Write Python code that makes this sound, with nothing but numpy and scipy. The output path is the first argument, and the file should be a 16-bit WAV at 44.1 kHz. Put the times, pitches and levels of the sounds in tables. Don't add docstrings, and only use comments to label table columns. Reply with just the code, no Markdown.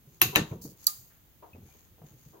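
import sys
import numpy as np
from scipy import signal
from scipy.fft import rfft, irfft
from scipy.io import wavfile
from scipy.ndimage import uniform_filter1d, minimum_filter1d

SR = 44100
rng = np.random.default_rng(int(sys.argv[2]) if len(sys.argv) > 2 else 0)


def file_out(sig):
    cols = np.atleast_2d(sig).T
    lim = np.clip(cols, -1, 1)
    pcm = np.round(lim * 32767).astype(np.int16)
    wavfile.write(sys.argv[1], SR, pcm)


def rack_gain(trim_db):
    fader = np.asarray(trim_db, float)
    return 10 ** (fader / 20)


N = 105840

# (frequency [Hz], bandwidth [Hz], level [dB])
PEG_MODES = [(4650, 180, 5.5), (6090, 810, -3.5), (7520, 517, -3), (9490, 690, -6), (11470, 360, 10),
             (14300, 640, -1), (15100, 500, -12.5)]
# (first tail [dB], second tail under it [dB])
ROOM_LEVELS = [(-23.5, -17), (-25, -28.5), (-33, -12.5)]
# (frequency [Hz], coherence [0-1])
DIFFUSE = [(60, 0.52), (300, 0.53), (1500, .01)]
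# (frequency [Hz], coherence [0-1])
NEARBY = [(250, 0.81), (600, 0.25), (1500, 0.026)]


def evened(x):
    return x / np.sqrt(np.mean(x ** 2) + 1e-20)


def read(points, hz):
    f, value = np.transpose(points)
    return np.interp(np.log(hz + 1), np.log(f + 1), value)


def add(mix, s, sound):
    part = mix[..., round(s * SR):][..., :sound.shape[-1]]
    part += sound[..., :part.shape[-1]]


def colour(x, points):
    n = x.shape[-1]
    return irfft(rfft(x) * rack_gain(read(points, np.fft.rfftfreq(n, 1 / SR))), n)


def ring(x, peaks):
    out = 0
    for hz, width, db in peaks:
        r = np.exp(-np.pi * width / SR)
        angle = 2 * np.pi * min(hz, 20000) / SR
        out = out + rack_gain(db) * signal.lfilter([1 - r, 0, r - 1], [1, -2 * r * np.cos(angle), r * r], x)
    return out


def pair(x, balance, lag_s):
    hz = np.fft.rfftfreq(len(x), 1 / SR)
    half = rack_gain(read(balance, hz) / 2)
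    left = half * np.exp(-2j * np.pi * hz * lag_s)
    return irfft(rfft(x) * np.array([left, 1 / half]), len(x))


def air(n, likeness):
    # (frequency [Hz], level [dB])
    port_left = [(3000, -8.5), (5800, -6.5), (6650, 0.5), (7400, -9.5), (9300, -13), (11500, -4),
                 (16000, 0.5)]
    port_right = [(3000, -10.5), (4600, -8.5), (6000, -15), (7700, -8.5), (9500, -13), (11700, -1),
                  (16000, 4.5)]
    a, b = rfft(rng.standard_normal((2, n)))
    hz = np.fft.rfftfreq(n, 1 / SR)
    same = np.clip(read(likeness, hz), 0, 1)
    left = a * rack_gain(read(port_left, hz))
    right = (same * a + np.sqrt(1 - same ** 2) * b) * rack_gain(read(port_right, hz))
    return irfft((hz < 15900) * np.array([left, right]), n)


def echo(points, late_db, peaks):
    # (frequency [Hz], t60 [s])
    room_t60 = [(300, 0.19), (3000, 0.19), (10000, .14), ]
    late_t60, rise_s, flat_db = 0.55, 0.0044, 3.5
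    hz, t, z = signal.stft(air(SR, NEARBY), SR, nperseg=256)
    early = rack_gain(-60 * t / read(room_t60, hz)[:, None])
    late = rack_gain(late_db - 60 * t / late_t60)
    z = z * rack_gain(read(points, hz))[:, None] * (early + late)
    tail = signal.istft(z, SR, nperseg=256)[1][:, :SR]
    tail = rack_gain(flat_db) * tail + ring(tail, peaks)
    start_rms = np.sqrt(np.mean(tail[:, :2000] ** 2))
    return tail / start_rms * np.minimum(np.arange(SR) / SR / rise_s, 1)


def knock(blows, crack, balance, wood, rise_s, room, peaks, room_db, lag_s, low_hz, dull_db, top_db):
    out, hit = np.zeros((2, N)), np.zeros(N)
    t = np.arange(SR // 2) / SR
    main = max(blows, key=lambda b: b[1])[0]
    weaker = [(4000, 0.011), (8000, dull_db), (14400, dull_db), (15200, top_db)]
    for s, db, length in blows:
        grit = rng.standard_normal(2000) * np.exp(-t[:2000] / length) * np.minimum(t[:2000] / 0.00022, 1)
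        if s != main:
            grit = colour(grit, weaker)
        add(hit, s, rack_gain(db) * grit)
    hit = ring(hit, crack) * rack_gain(12)
    hit = signal.lfilter(*signal.butter(4, low_hz, "high", fs=SR), hit)
    tones = 0
    for hz, db, t60 in wood:
        tones = tones + rack_gain(db - 60 * t / t60) * np.sin(2 * np.pi * (hz * t + rng.random()))
    add(hit, main, np.minimum(t / rise_s, 1) ** 2 * tones)
    add(out, main, rack_gain(room_db[0]) * echo(room, room_db[1], peaks))
    return out + pair(hit, balance, lag_s)


def first_knock():
    # (time [s], level [dB], decay [s])
    blows = [
        (.2158, -4.5, .0016),
        (.2232, -17, .0008),
        (.2258, -18.5, .0008),
    ]
    # (frequency [Hz], bandwidth [Hz], level [dB])
    crack = [(1330, 780, -9), (2640, 410, -6.5), (4170, 440, -7), (5890, 600, -7.5), (8400, 970, -6),
             (11800, 120, -15), (11800, 83, 1), (12410, 550, 4.5), (12990, 400, -1.5)]
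    # (frequency [Hz], level [dB])
    balance = [(300, -5), (1000, 11), (3000, 21), (15000, -12)]
    # (frequency [Hz], level [dB], t60 [s])
    wood = [(739, -35, 0.18), (1780, -28, 0.076), (2597, -20.5, 0.036)]
    # (frequency [Hz], level [dB])
    room = [(250, -10.5), (600, -6.5), (2600, 0), (8000, -5), (13500, -5.5), (16000, -23)]
    # (frequency [Hz], bandwidth [Hz], level [dB])
    peaks = [(1137, 75, 5), (2663, 300, 5), (3950, 300, 7), (6400, 710, -2), (11500, 240, 5),
             (13970, 680, 8)]
    return knock(blows, crack, balance, wood, 0.004, room, peaks, ROOM_LEVELS[0], 0.00019,
                 low_hz=500, dull_db=3, top_db=-22)


def second_knock():
    # (time [s], level [dB], decay [s])
    blows = [
        (.3515, -35, 0.013),
        (.3585, -2.5, 0.0006),
        (.367, -22.5, 0.0034),
    ]
    # (frequency [Hz], bandwidth [Hz], level [dB])
    crack = [(1100, 380, -7), (2660, 480, 4), (3870, 150, 1), (6300, 900, -2.5), (8600, 590, -10),
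             (12150, 800, -6.5), (13000, 290, 5)]
    # (frequency [Hz], level [dB])
    balance = [(300, 1), (1000, 11), (3000, 9.5), (15000, -6)]
    # (frequency [Hz], level [dB], t60 [s])
    wood = [(318, -27.5, 0.21), (463, -27.5, 0.17), (571.4, -29, 0.12), (1426, -25, 0.031),
            (1770, -20, 0.069), (2834, -37, 0.2)]
    # (frequency [Hz], level [dB])
    room = [(250, -2), (600, -3.5), (2000, -10.5), (12000, -21), (16000, -36)]
    # (frequency [Hz], bandwidth [Hz], level [dB])
    peaks = [(1130, 160, 2.2), (1830, 450, 5), (2754, 220, 11), (3823, 340, 8.9), (6500, 730, 3)]
    return knock(blows, crack, balance, wood, 0.0039, room, peaks, ROOM_LEVELS[1], 0.00019,
                 low_hz=494, dull_db=-14.5, top_db=-25)


def peg_snap():
    # (time [s], level [dB], decay [s])
    blows = [
        (.8672, -11, .001),
        (.8688, -7.5, .0013),
        (.877, -28, .003),
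    ]
    # (frequency [Hz], level [dB])
    balance = [(1200, 4), (4500, -13), (6000, 6), (7700, -8), (9700, 6), (11700, -13), (15000, -9)]
    # (frequency [Hz], level [dB], t60 [s])
    wood = [(1218, -31, .145), (840, -38, .07)]
    # (frequency [Hz], level [dB])
    room = [(1000, -15), (3100, -13), (4500, -2), (9500, -2), (16000, -10)]
    # (frequency [Hz], bandwidth [Hz], level [dB])
    peaks = [(3890, 196.3, 2.9), (4645, 390, 6.1), (7500, 400, 7.6), (9700, 350, 12), (11900, 355, 8),
             (15500, 560, 6)]
    return knock(blows, PEG_MODES, balance, wood, 0.014, room, peaks, ROOM_LEVELS[2], -0.0005,
                 low_hz=4150, dull_db=-5.4, top_db=-2.5)


def peg_slips():
    # (time [s], level [dB])
    slips = [
        (0.8382, -55.5),
        (0.8427, -46),
    ]
    out, t = np.zeros((2, N)), np.arange(2000) / SR
    for s, db in slips:
        grit = rng.standard_normal(2000) * np.exp(-t / 0.0015)
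        slip = colour(ring(grit, PEG_MODES), [(3800, -22.5), (4300, 8.5), (12500, 0.5), (14500, -13.5)])
        add(out, s, rack_gain(db + 6) * slip * np.ones((2, 1)))
    return out


def frame():
    # (frequency [Hz], bandwidth [Hz], level [dB])
    modes = [(60.6, 33, 1.5), (94, 8.4, 8), (135, 41.5, 17), (190, 62, 9.5), (303, 29, 8.5),
             (460, 90, -38.5)]
    # (time [s], level [dB])
    shake = [(0, -69.5), (.7, -56), (0.821, -79.5), (2.4, -69)]
    # (time [s], peak level [dB], frequency [Hz])
    bumps = [(0.069, -47.5, 135.5), (0.216, -22, 341.5), (0.245, -24, 135.6), (0.271, -29.5, 140),
             (0.367, -24, 318), (0.384, -18, 318), (0.41, -25, 164), (0.512, -26.5, 133), (0.531, -27, 159),
             (0.55, -50, 135), (0.58, -50, 200), (.6, -47, 190), (0.626, -47, 135.5), (0.645, -32, 293),
             (0.677, -49.5, 121.3), (0.714, -52, 208), (0.984, -51.5, 121.3), (1.531, -47.5, 109.9),
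             (1.543, -41, 94.3), (1.577, -43.5, 237), (1.599, -48, 117), (1.625, -47.5, 87),
             (1.651, -48.5, 130), (1.908, -51.5, 94.1), (2.014, -44.5, 176.3), (2.032, -39, 153),
             (2.11, -49, 110.3), (2.133, -50, 126.7), (2.257, -46, 153)]
    rise_s, thud_cycles, shudder_db, shudder_t60 = 0.0078, 14, -10, 0.16
    t = np.arange(SR // 2) / SR
    s, db = np.transpose(shake)
    load, thuds = rack_gain(np.interp(np.arange(N) / SR, s, db)), np.zeros(N)
    rise = np.minimum(t / rise_s, 1)
    for s, db, hz in bumps:
        add(thuds, s, rack_gain(db + 1.5 - 60 * t * hz / thud_cycles) * rise * np.sin(2 * np.pi * hz * t))
        add(load, s, rack_gain(db + shudder_db - 60 * t / shudder_t60) * rise)
    tremble = ring(rng.standard_normal(N), modes)
    tremble = evened(colour(tremble, [(25, -19.5), (55, 3), (500, -2), (1500, -38)]))
    return thuds + load * tremble


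def finger_taps():
    # (time [s], level [dB], frequency [Hz])
    taps = [(.512, -36, 420), (.655, -41, 600), (1.55, -40.5, 419), (1.983, -51, 796), (2.0185, -42, 600)]
    out, t = np.zeros((2, N)), np.arange(SR // 2) / SR
    for s, db, hz in taps:
        add(out, s, rack_gain(db - 60 * t * hz / 4.5) * np.sin(2 * np.pi * hz * t) * np.ones((2, 1)))
    return out


def pegs():
    # (time [s], level [dB], t60 [s], brightness [dB])
    rattles = [(.32, -44.5, 0.72, -1), (0.513, -35, 0.13, -26), (.645, -51, 0.22, -56),
               (1.42, -51.5, 0.28, 4), (1.547, -49.5, 0.16, -42), (1.736, -52.5, 0.11, -16),
               (1.982, -49, 0.091, -38), (2.017, -35.5, 0.036, -43.5), (2.328, -52, 0.41, -7.5)]
    # (frequency [Hz], bandwidth [Hz], level [dB])
    low_modes = [(408, 77, 18.6), (575, 170, 4)]
    high_modes = [(922, 40, 0.5), (740, 150, -8.5)]
    out, t = np.zeros((2, N)), np.arange(SR // 2) / SR
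    for s, db, t60, bright_db in rattles:
        chatter = colour(air(len(t), NEARBY), [(1200, -1), (3000, -23)])
        body = evened(ring(chatter, low_modes)) + rack_gain(bright_db) * evened(ring(chatter, high_modes))
        add(out, s, rack_gain(db - 60 * t / t60) * np.minimum(t / 0.016, 1) * body)
    return out


def ticks():
    # (time [s], level [dB], frequency [Hz], t60 [s])
    peg_ticks = [(0.673, -34.5, 12500, .004), (.842, -48.5, 4700, 0.0088), (1.531, -50, 2580, 0.049),
                 (1.7, -64.5, 2340, 0.18)]
    out, t = np.zeros((2, N)), np.arange(SR // 2) / SR
    for s, db, hz, t60 in peg_ticks:
        body = ring(air(len(t), DIFFUSE), [(hz, 0.062 * hz, 0)])
        body = evened(ring(body, [(hz, 0.07 * hz, 0)]))
        add(out, s, rack_gain(db - 60 * t / t60) * body)
    return out


def buzzes():
    # (time [s], frequency [Hz], bandwidth [Hz], level [dB], t60 [s])
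    loose_parts = [(0.21, 1090, 42, -38.5, .28), (.235, 2700, 80, -42.5, 0.43),
                   (0.21, 3300, 140, -45, 0.28), (.218, 1400, 60, -45, .18), (0.39, 3800, 690, -45.5, 0.32),
                   (0.41, 890, 54, -61, 0.18), (0.39, 3200, 130, -51, .3), (.51, 2300, 280, -56, 0.1),
                   (.93, 14000, 3000, -53.5, 0.8), (.868, 840, 150, -44, 0.061),
                   (.868, 2250, 900, -50.5, 0.05), (0.89, 1060, 500, -60, 0.28),
                   (1.422, 550, 310, -56, 0.33), (1.424, 2340, 1200, -66, .12),
                   (1.545, 2400, 500, -67.5, 0.26), (1.548, 750, 300, -62, 0.062),
                   (1.615, 740, 200, -61, 0.091), (1.685, 750, 200, -63.5, 0.13),
                   (1.67, 2400, 170, -71.5, .4), (1.72, 3100, 530, -71, 0.35),
                   (.95, 6500, 900, -62.5, 0.78), (2.03, 680, 300, -62, 0.33), (1.1, 1500, 750, -68, 0.51)]
    out, t = np.zeros((2, N)), np.arange(SR // 2) / SR
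    for s, hz, width, db, t60 in loose_parts:
        body = ring(air(len(t), NEARBY), [(hz, width, 0)])
        body = evened(ring(body, [(hz, 2 * width, 0)]))
        add(out, s, rack_gain(db - 60 * t / t60) * np.minimum(t / 0.0036, 1) * body)
    return out


def threads():
    # (start [s], length [s], level [dB], dullness [0-1])
    strokes = [(0.613, 0.066, -46, 0.03), (0.639, 0.12, -53.5, 0.1), (0.761, 0.3, -55.5, 0.47),
               (0.058, 0.3, -65.5, 0.6), (0.459, .13, -59, 1), (1.619, 0.31, -62.5, 0.8),
               (2.038, 0.14, -63.5, 0.93), (2.15, 0.24, -64, 0.67), (2.267, 0.096, -70.5, 0.27)]
    # (frequency [Hz], level [dB])
    band = [(2500, -31), (3500, -14.5), (4500, 4.5), (16000, -3.5)]
    # (frequency [Hz], level [dB])
    cloth = [(1500, -3), (2400, -5.5), (5500, -10.5), (6600, 0.5), (8000, -14.5)]
    out = np.zeros((2, N))
    for s, length, db, dull in strokes:
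        u = np.linspace(0, 1, round(length * SR))
        flicker_db = 3.2 * evened(uniform_filter1d(rng.standard_normal(14000), size=120))
        fibres = air(14000, DIFFUSE) * rack_gain(flicker_db)
        rub = (1 - dull) * evened(colour(fibres, band)) + dull * evened(colour(fibres, cloth))
        add(out, s, rack_gain(db) * np.sin(np.pi * u ** 0.66) * rub[:, :len(u)])
    return out


def room_air():
    # (frequency [Hz], level [dB])
    hum = [(20, -15), (60, 1.5), (150, -5), (500, -17.5), (1500, -22.5), (3500, -25.5), (6000, -52)]
    return rack_gain(-64) * evened(colour(air(N, DIFFUSE), hum))


def hiss():
    return rack_gain(-65.5) * evened(colour(air(N, DIFFUSE), [(1500, -13.5), (3000, -5)]))


def scene():
    impacts = first_knock() + second_knock() + peg_snap() + peg_slips()
    wood = frame() + finger_taps() + pegs() + ticks() + buzzes()
    return impacts + wood + threads() + room_air()


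def roll_off(x):
    return signal.sosfilt(signal.butter(12, 17150, fs=SR, output="sos"), x)


def record(dry):
    x = dry + hiss()
    low_pass = signal.firwin(255, 17000, window=("kaiser", 9), fs=SR)
    x = signal.oaconvolve(x, low_pass[None], "same")
    peak = -minimum_filter1d(-abs(x).max(0), size=200)
    peak = uniform_filter1d(peak, size=100)
    return roll_off(x / np.maximum(peak, 1))


dry = scene()
out = record(dry)
file_out(out)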